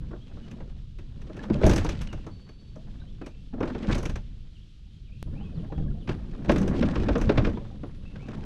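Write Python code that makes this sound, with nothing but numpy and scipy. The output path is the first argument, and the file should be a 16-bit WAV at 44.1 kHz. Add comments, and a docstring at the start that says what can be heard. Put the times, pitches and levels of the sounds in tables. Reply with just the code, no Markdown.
"""A plastic kayak's hull rumbles and shudders on a pebbly lake shore as the paddler shifts about.
Heard from the hull: shoves grind it over pebbles and grit, which tap its modes; single stones crack
and knock, soft blows thump. Slopping water rings as bubbles and fizzes through the gravel.
Far off the woods hiss with insects, birds whistle and a cricket trills. One tick sounds; a thin buzz sets in."""
import sys
import numpy as np
from scipy import signal
from scipy.fft import rfft, irfft
from scipy.io import wavfile

SR = 44100
rng = np.random.default_rng(int(sys.argv[2]) if len(sys.argv) > 2 else 0)


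def store_pcm(level_fs):
    """Save levels as 16-bit WAV."""
    pcm = np.round(np.clip(level_fs, -1, 1) * 32767).astype(np.int16)
    wavfile.write(sys.argv[1], SR, np.atleast_2d(pcm).T)


N = 372644

# hull modes, low to high: (frequency [Hz], gain [dB], t60 [s])
HULL_MODES = [(204.9, 6.5, 0.33), (243, 4, 0.028), (339, 3, 0.02), (462, -8.5, 0.035), (570, -4, 0.019),
              (790, -8, 0.0084), (1065, -11, 0.0081), (1355, -12, 0.0057)]
# resonances of a stone's crack, low to high: (frequency [Hz], gain [dB], t60 [s])
CRACK_MODES = [(1658, 3, 0.0059), (2350, 12, 0.0021), (2700, -3, 0.0028), (3500, -5.5, 0.0031),
               (4900, -7, 0.0019)]
# spectrum of grit and of water in gravel: (frequency [Hz], relative density [dB])
GRIT_SPECTRUM = [(700, -10), (1200, -5), (2460, 1.5), (4100, -4), (6300, -12.5), (9000, -22.5),
                 (15500, -72)]


def from_db(db):
    """Decibels to gain."""
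    return 10 ** (np.asarray(db) / 20)


def rms_one(x):
    """Scale to rms 1."""
    return x / np.sqrt(np.mean(x ** 2) + 1e-20)


def drift(corner_hz):
    """Slow random wander, rms about 1."""
    r = np.exp(-80 * np.pi * corner_hz / SR)   # double pole at SR / 40
    slow = signal.lfilter([1], [1, -2 * r, r * r], rng.standard_normal(N // 40 + 2002))[2000:]
    return np.interp(np.arange(N) / 40, np.arange(len(slow)), rms_one(slow))


def coloured(x, spectrum):
    """Shape x by a (Hz, dB) spectrum; rms 1."""
    hz, db = np.transpose(spectrum)
    grid_hz = np.arange(N // 2 + 1) * SR / N + 1
    return rms_one(irfft(rfft(x) * from_db(np.interp(np.log(grid_hz), np.log(hz), db)), N))


def lowpass(x, hz):
    """Fourth-order low-pass."""
    return signal.sosfilt(signal.butter(4, hz, fs=SR, output="sos"), x)


def ring(clicks, hz, t60_s):
    """Resonator: a unit click starts a decaying sine of height 1."""
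    r, w = from_db(-60 / (t60_s * SR)), 2 * np.pi * hz / SR
    return signal.lfilter([0, np.sin(w)], [1, -2 * r * np.cos(w), r * r], clicks + 1e-18)


def grains(per_s, spread_db):
    """Random clicks of unequal size and either sign."""
    sizes = from_db(spread_db * np.minimum(rng.exponential(1, N), 5)) * rng.choice([-1, 1], N)
    return sizes * (rng.random(N) < per_s / SR)


def hull_motion():
    """Gains of rumble, shudder, grinding and grit: rocking and shoves add in power."""
    # hull rocking on the shore: (time [s], rumble [dB], scrape [dB])
    rocking = [(0.0, -32, -59.5), (0.23, -44.5, -63), (0.55, -43, -51), (0.92, -39, -75), (1.25, -39, -57),
               (1.46, -52, -42.5), (2.1, -36.5, -56.5), (2.57, -49, -67.5), (2.94, -40, -61),
               (3.48, -43, -70), (4.31, -40, -69), (4.78, -48.5, -76.5), (5.2, -37, -73.5),
               (5.88, -39, -83), (6.43, -40.5, -45), (7.6, -43.5, -54), (8.07, -40, -61), (8.3, -48, -45.5),
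               (8.45, -39, -44)]
    # shoves: (time [s], hold [s], fade [dB/s], rumble [dB], shudder [dB], grinding [dB], grit [dB])
    shoves = [(1.504, 0.19, 202, -35, -27.5, -40.5, -56), (1.62, 0.0053, 54.5, -14.5, -22, -33.5, -38),
              (3.522, 0.038, 88, -52, -42, -42.5, -87), (3.615, 0.32, 150, -57, -50, -44, -54.5),
              (3.872, 0.04, 139, -23, -30, -35, -44.5), (3.942, 0.18, 123, -31.5, -36, -67, -85),
              (5.25, 0.041, 5.5, -40, -37, -51.5, -77), (5.552, 0.029, 148, -50, -38.5, -49, -67.5),
              (5.757, 0.059, 84, -42, -26.5, -51.5, -92), (6.073, 0.02, 204, -57, -27, -40.5, -52.5),
              (6.463, 0.39, 56, -45, -28, -32.5, -53.5), (6.96, 0.5, 112, -27, -32, -36.5, -55)]
    t, attack_s = np.arange(N) / SR, .022
    knots_s, *curves_db = np.transpose(rocking)
    rumble_db, scrape_db = [np.interp(t, knots_s, curve) for curve in curves_db]
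    shudder_db = 0.57 * rumble_db + 0.43 * scrape_db + 6.5
    grit_db = 0.8 * scrape_db - 23.5
    power = from_db([rumble_db, shudder_db, scrape_db, grit_db]) ** 2
    for at_s, hold_s, fade_db_per_s, *levels_db in shoves:
        swell = np.clip((t - at_s) / attack_s, 0, 1)
        fade = from_db(-fade_db_per_s * np.maximum(t - at_s - attack_s - hold_s, 0))
        power += (from_db(levels_db)[:, None] * swell * fade) ** 2
    return np.sqrt(power)


def rumble():
    """Deep noise of the moving hull."""
    # (frequency [Hz], relative density [dB])
    spectrum = [(12, -33.5), (20, 8.5), (43, 1.5), (120, -7.5), (160, -15.5), (260, -120)]
    return coloured(rng.standard_normal(N), spectrum)


def shudder():
    """The shell shakes: low noise with a fluttering level."""
    # (frequency [Hz], relative density [dB])
    spectrum = [(60, 15), (100, 11.5), (150, 14.5), (200, 10), (300, -1.5), (500, -16), (1500, -100)]
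    return from_db(drift(21)) * coloured(rng.standard_normal(N), spectrum)


def grinding():
    """Pebbles roll under the shell; each soft tap rings one hull mode."""
    waver = from_db(1.1 * drift(15))
    taps = grains(per_s=1800, spread_db=3.5)
    mode = rng.integers(0, len(HULL_MODES), N)
    rings = sum(from_db(db) * ring(taps * (mode == k), hz, t60_s)
                for k, (hz, db, t60_s) in enumerate(HULL_MODES))
    soft_contact = signal.butter(2, [300, 1800], "band", fs=SR, output="sos")
    return waver * rms_one(signal.sosfilt(soft_contact, rings))


def grit():
    """Sand crushed under the keel: dense fine clicks in clumps."""
    clumps = from_db(5.1 * drift(61))
    return rms_one(clumps * coloured(grains(per_s=2500, spread_db=2), GRIT_SPECTRUM))


def rasp():
    """Coarse sand drags along the keel, tapping the upper hull modes and the lowest stone mode."""
    taps = grains(per_s=900, spread_db=2) * from_db(4.4 * drift(32))
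    rings = sum(ring(taps, hz, t60_s) for hz, _, t60_s in HULL_MODES[5:] + CRACK_MODES[:1])
    return rms_one(lowpass(rings, hz=2220))


def gurgle(per_s, low_hz, high_hz, t60_cycles):
    """Random bubbles ring at 14 pitches, the low ones louder and longer."""
    births = grains(per_s, spread_db=2.5)
    pitch = rng.integers(0, 14, N)
    rings = sum(ring(births * (pitch == k), hz, t60_cycles / hz) * low_hz / hz
                for k, hz in enumerate(np.geomspace(low_hz, high_hz, 14)))
    return rms_one(lowpass(rings, hz=1.17 * high_hz))


def wash(grit_gain, lag_s=0.1):
    """Water fizzes through the gravel: smooth hiss that lags the grit."""
    r = np.exp(-1 / (lag_s * SR))
    lagged_gain = np.sqrt(signal.lfilter([1 - r], [1, -r], grit_gain ** 2))
    hiss = coloured(rng.standard_normal(N), GRIT_SPECTRUM)
    return from_db(-11.5 + 0.68 * drift(16)) * lagged_gain * hiss


def woods():
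    """Far insects merge into a hiss."""
    # (frequency [Hz], relative density [dB])
    spectrum = [(250, -22), (500, -16), (900, -45.5), (1200, -15.5), (2000, -17), (3060, -6.5), (3740, -8),
                (7600, -24.5), (12000, -36.5), (15500, -63)]
    return from_db(-68 + drift(8.5)) * coloured(rng.standard_normal(N), spectrum)


def strike(at_s, level_db, modes, contact_s, skid_db, skid_s=.022):
    """Ragged contacts, a swelling bite and a longer skid, drive each mode with a random strength."""
    out, span = np.zeros(N), 5000
    t = np.arange(span) / SR
    bite = (t / contact_s * np.exp(1 - t / contact_s)) ** 3
    skid = from_db(skid_db) * np.tanh(t / contact_s) ** 2 * np.exp(-t / skid_s)
    contacts = rng.standard_normal((len(at_s), span)) * (bite + skid) / np.linalg.norm(bite + skid)
    index = np.minimum(np.round(at_s * SR).astype(int)[:, None] + np.arange(span), N - 1).ravel()
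    for hz, db, t60_s in modes:
        strength = from_db(level_db + db + rng.normal(0, 3, len(at_s)))
        force = np.bincount(index, (contacts * strength[:, None]).ravel(), N)
        out += ring(force, hz, t60_s)
    return out


def stones(grit_gain):
    """Stones hit the hull with a crack, a knock and a bright snap; small random ones scale with the grit."""
    # hits, before each part's trim: (time [s], crack [dB], knock re crack [dB], snap re crack [dB])
    hits = [(0.1092, -63.5, 29.5, -23), (0.1308, -61.5, 29, -21), (0.3688, -53.5, 17, -24),
            (0.513, -40.5, -8, -10), (0.6051, -45, 10, -32), (0.9876, -38.5, -8, -18),
            (1.2183, -43, -24, -9.5), (1.2972, -51, 15, -22), (1.3684, -40, 5, -8),
            (1.4367, -30.5, -5, -16), (1.5, -37, 13, -41), (1.614, -34, 12.5, -11), (1.6348, -24.5, 9, -45),
            (1.6658, -24.5, 9, 3), (1.696, -19.5, -1, -4), (1.713, -22, 4, -14), (1.7351, -26.5, 6, 1.5),
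            (1.7621, -29, 6, 3.5), (1.78, -20, -5, -9.5), (1.8474, -27.5, 7, -11), (1.892, -24, -3, -14.5),
            (2.017, -31.5, -23, -3.5), (2.1294, -33, -1, -12), (2.2671, -43, 11.5, -8),
            (2.4915, -44.5, 0, -14), (2.7599, -54, 11.5, -3), (3.215, -37, 4.5, -21),
            (3.2642, -35.5, -1.5, -12.5), (3.5373, -48, 11.5, -28), (3.6059, -35.5, 14, -22),
            (3.63, -28, 9.5, -27), (3.675, -42, 16, -34), (3.7488, -33.5, 5.5, -31), (3.831, -32, -14, -29),
            (3.845, -36, 4, -26), (3.898, -34.5, 10.5, -20), (3.93, -38, 1, -1), (3.952, -28.5, 7, -4),
            (3.9834, -32.5, 2.5, 0), (4.03, -35.5, 9.5, -1.5), (4.056, -27.5, -3, -8.5),
            (4.097, -28, -5.5, -11), (4.158, -30, -3.5, -18), (5.7223, -43, 12, -33),
            (5.779, -44, 2.5, -29), (6.076, -30, -4.5, -29), (6.091, -27, 3, -23), (6.447, -34.5, 0, -18),
            (6.495, -15, 4.5, -24), (6.5178, -24, -16, -7), (6.561, -22, -3, -16), (6.5826, -31.5, -10, -4),
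            (6.616, -40, 14, 2), (6.679, -30, -4, -8.5), (6.8266, -23.5, 5, -41), (6.9564, -22, 1, -28),
            (6.999, -31, -0.5, -23), (7.062, -38, -7, -24), (7.0864, -19.5, 3.5, -28),
            (7.155, -21, 3.5, -40), (7.181, -42.5, 19.5, -3), (7.215, -26, 2, -9), (7.2939, -16, 3.5, -51),
            (7.377, -14.5, 4.5, -30), (7.449, -18, -4, -51), (7.469, -28.5, 6.5, -39),
            (7.5726, -41.5, 9, -43), (7.8346, -43, 12.5, -23), (8.158, -34.5, -12, -34),
            (8.2858, -35.5, 5, -20.5)]
    # resonances of the snap: (frequency [Hz], gain [dB], t60 [s])
    snap_modes = [(6100, 7, 0.0026), (7800, -7, 0.003), (10000, -11, 0.003)]
    hit_s, hit_db, knock_re_db, snap_re_db = np.transpose(hits)
    small_count, small_per_s, lead_s = 200, 24, .004
    scatter_db = rng.normal(2, 3, (small_count, 3))
    small_s = np.cumsum(rng.exponential(1 / small_per_s, small_count)) % (N / SR)
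    small_db = 20 * np.log10(grit_gain[(small_s * SR).astype(int)])[:, None] + scatter_db
    at_s = np.maximum(np.r_[hit_s, small_s] - lead_s, 0)   # contact swells ahead of the blow
    crack_db = np.r_[hit_db, small_db[:, 0]] - 7.5
    knock_db = np.r_[hit_db + knock_re_db, small_db[:, 1]] + 2
    snap_db = np.r_[hit_db + snap_re_db, small_db[:, 2] - 10] + 1.5
    crack = strike(at_s, crack_db, CRACK_MODES, contact_s=0.0055, skid_db=-4.5)
    knock = strike(at_s, knock_db, HULL_MODES[2:], contact_s=0.0067, skid_db=5.5)
    snap = strike(at_s, snap_db, snap_modes, contact_s=0.0041, skid_db=-4)
    soft_snap = signal.lfilter([.5, .5], [1], snap)
    return lowpass(crack, hz=5740) + lowpass(knock, hz=1750) + soft_snap


def birds(echo_s=.07, echo_db=-2):
    """Near-sine glides with fading echoes from the wooded slope."""
    # (start [s], end [s], start pitch [Hz], end pitch [Hz], relative level [dB])
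    whistles = [(0.2, 0.252, 3000, 3600, -60), (0.248, 0.31, 3610, 2430, -58),
                (0.42, 0.464, 3000, 2920, -58), (2.076, 2.128, 3120, 2580, -48),
                (3.065, 3.114, 2930, 3680, -57), (2.997, 3.02, 3500, 4100, -60),
                (3.227, 3.263, 2750, 2190, -51), (3.268, 3.417, 2780, 2660, -65),
                (4.55, 4.586, 3300, 2460, -58), (4.589, 4.631, 2760, 3500, -59),
                (4.9, 4.98, 3140, 3220, -66), (5.036, 5.103, 3500, 2090, -60),
                (5.117, 5.144, 2400, 2740, -56), (5.135, 5.218, 2700, 2740, -65.5),
                (5.34, 5.458, 2130, 3500, -54.5), (5.445, 5.485, 2630, 2480, -56.5),
                (5.54, 5.61, 4900, 2580, -58), (5.728, 5.797, 3330, 3340, -56),
                (5.995, 6.05, 3980, 2450, -58), (7.53, 7.58, 2900, 3840, -58),
                (8.047, 8.098, 2540, 2820, -57), (8.19, 8.266, 2140, 2900, -52)]
    calls, waver = np.zeros(N), 1 + .012 * drift(30)
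    for start_s, end_s, start_hz, end_hz, db in whistles:
        first, n = round(start_s * SR), round((end_s - start_s) * SR)
        pitch_hz = np.linspace(start_hz, end_hz, n) * waver[first:][:n]
        glide = np.sin(2 * np.pi * np.cumsum(pitch_hz) / SR)
        calls[first:][:n] += from_db(db) * signal.windows.tukey(n, .5) * glide
    calls *= from_db(4 * drift(60) - 6)
    tail = np.exp(-np.arange(6000) / (echo_s * SR)) * rng.standard_normal(6000)
    return calls + from_db(echo_db) * signal.fftconvolve(calls, tail / np.linalg.norm(tail))[:N]


def bubbles(attack_s=0.0014, t60_cycles=67, rise_per_s=1.2):
    """Slopping water frees single bubbles: sines that climb a little as they die."""
    # (time [s], start pitch [Hz], level [dB])
    births = [(1.392, 1670, -33), (1.55, 570, -28), (1.637, 622, -15), (1.848, 910, -29), (2.77, 600, -43),
              (3.017, 1520, -48), (3.61, 511, -25.5), (3.93, 2210, -33), (5.41, 783, -45), (5.63, 600, -45),
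              (5.7, 790, -41), (5.78, 760, -39.5), (5.882, 1630, -48), (6.748, 966, -34.5),
              (7.572, 950, -34), (8.16, 1566, -45)]
    out, t = np.zeros(N + SR), np.arange(SR // 4) / SR
    for at_s, hz, db in births:
        envelope = (1 - np.exp(-t / attack_s)) * from_db(db - 60 * t * hz / t60_cycles)
        out[round(at_s * SR):][:len(t)] += envelope * np.sin(2 * np.pi * hz * t * (1 + rise_per_s * t))
    return out[:N]


def thumps(attack_s=0.0037, t60_s=0.11):
    """Soft blows through the shell, one low ring each."""
    # (time [s], relative level [dB], frequency [Hz])
    blows = [(1.505, -5, 212), (1.639, -5, 177), (3.537, -20.5, 256), (3.879, -13.5, 190), (4.0, -12, 36),
             (4.134, -12, 33.3), (5.573, -13, 161), (6.111, -21.5, 185), (6.498, -12, 250),
             (6.61, -12, 194), (6.69, -10.5, 196), (7.163, -11.5, 472), (7.294, -7, 416), (7.38, -3, 114)]
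    out, t = np.zeros(N + SR), np.arange(SR // 2) / SR
    for at_s, db, hz in blows:
        envelope = (1 - np.exp(-t / attack_s)) * from_db(db - 6 - 60 * t / t60_s)
        out[round(at_s * SR):][:len(t)] += envelope * np.sin(2 * np.pi * hz * t)
    return out[:N]


def cricket(start_s=2.312, end_s=2.76, hz=4500, pulses_per_s=11.1, fade_db_per_s=15):
    """One high note, pulsed and fading."""
    t = np.arange(N) / SR
    pulse_phase = (pulses_per_s * (t - start_s) + .04 * drift(8)) % 1
    level_db = -61 - 10 * pulse_phase ** 3 - fade_db_per_s * (t - start_s) + 2.5 * drift(40)
    return (t > start_s) * (t < end_s) * from_db(level_db) * np.sin(2 * np.pi * hz * t)


def tick(at_s=5.2279, level_db=-25, fall_s=.0018):
    """A step that falls back within milliseconds."""
    since_s = np.arange(N) / SR - at_s
    return (since_s > 0) * from_db(level_db) * np.exp(-np.abs(since_s) / fall_s)


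def insect_buzz(start_s=5.23, hz=9900, t60_s=.006):
    """Thin high buzz: narrow-band noise that swells and sinks."""
    gain = (np.arange(N) / SR > start_s) * from_db(-90 + 4 * drift(4))
    band = ring(rng.standard_normal(N), hz, t60_s)
    return gain * rms_one(ring(band, hz, t60_s))


def scene():
    """Hull, scrape and water follow the hull's motion; blows and the far woods join them. Mono."""
    rumble_gain, shudder_gain, grinding_gain, grit_gain = hull_motion()
    rasp_gain = from_db(-2) * np.sqrt(grinding_gain * grit_gain)
    gurgle_gain = from_db(-9) * np.minimum(grinding_gain, from_db(-48))   # slops up to a limit
    slosh_gain = from_db(3) * grinding_gain
    hull = rumble_gain * rumble() + shudder_gain * shudder()
    scrape = grinding_gain * grinding() + grit_gain * grit() + rasp_gain * rasp()
    small_bubbles = gurgle_gain * gurgle(per_s=60, low_hz=499, high_hz=2200, t60_cycles=81)
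    large_bubbles = slosh_gain * gurgle(per_s=120, low_hz=200.3, high_hz=562, t60_cycles=19.7)
    water = small_bubbles + large_bubbles + bubbles() + wash(grit_gain)
    blows = stones(grit_gain) + thumps()
    wildlife = woods() + cricket() + insect_buzz() + birds()
    return (hull + scrape + water + blows + wildlife + tick())[None]


def record(dry):
    """The input stage rounds the peaks; a steep low-pass cuts the top."""
    ceiling, stop_hz = .7, 16200
    rounded = ceiling * np.tanh(dry / ceiling)
    return signal.sosfilt(signal.cheby2(12, 70, stop_hz, fs=SR, output="sos"), rounded)


dry = scene()
out = record(dry)
store_pcm(out)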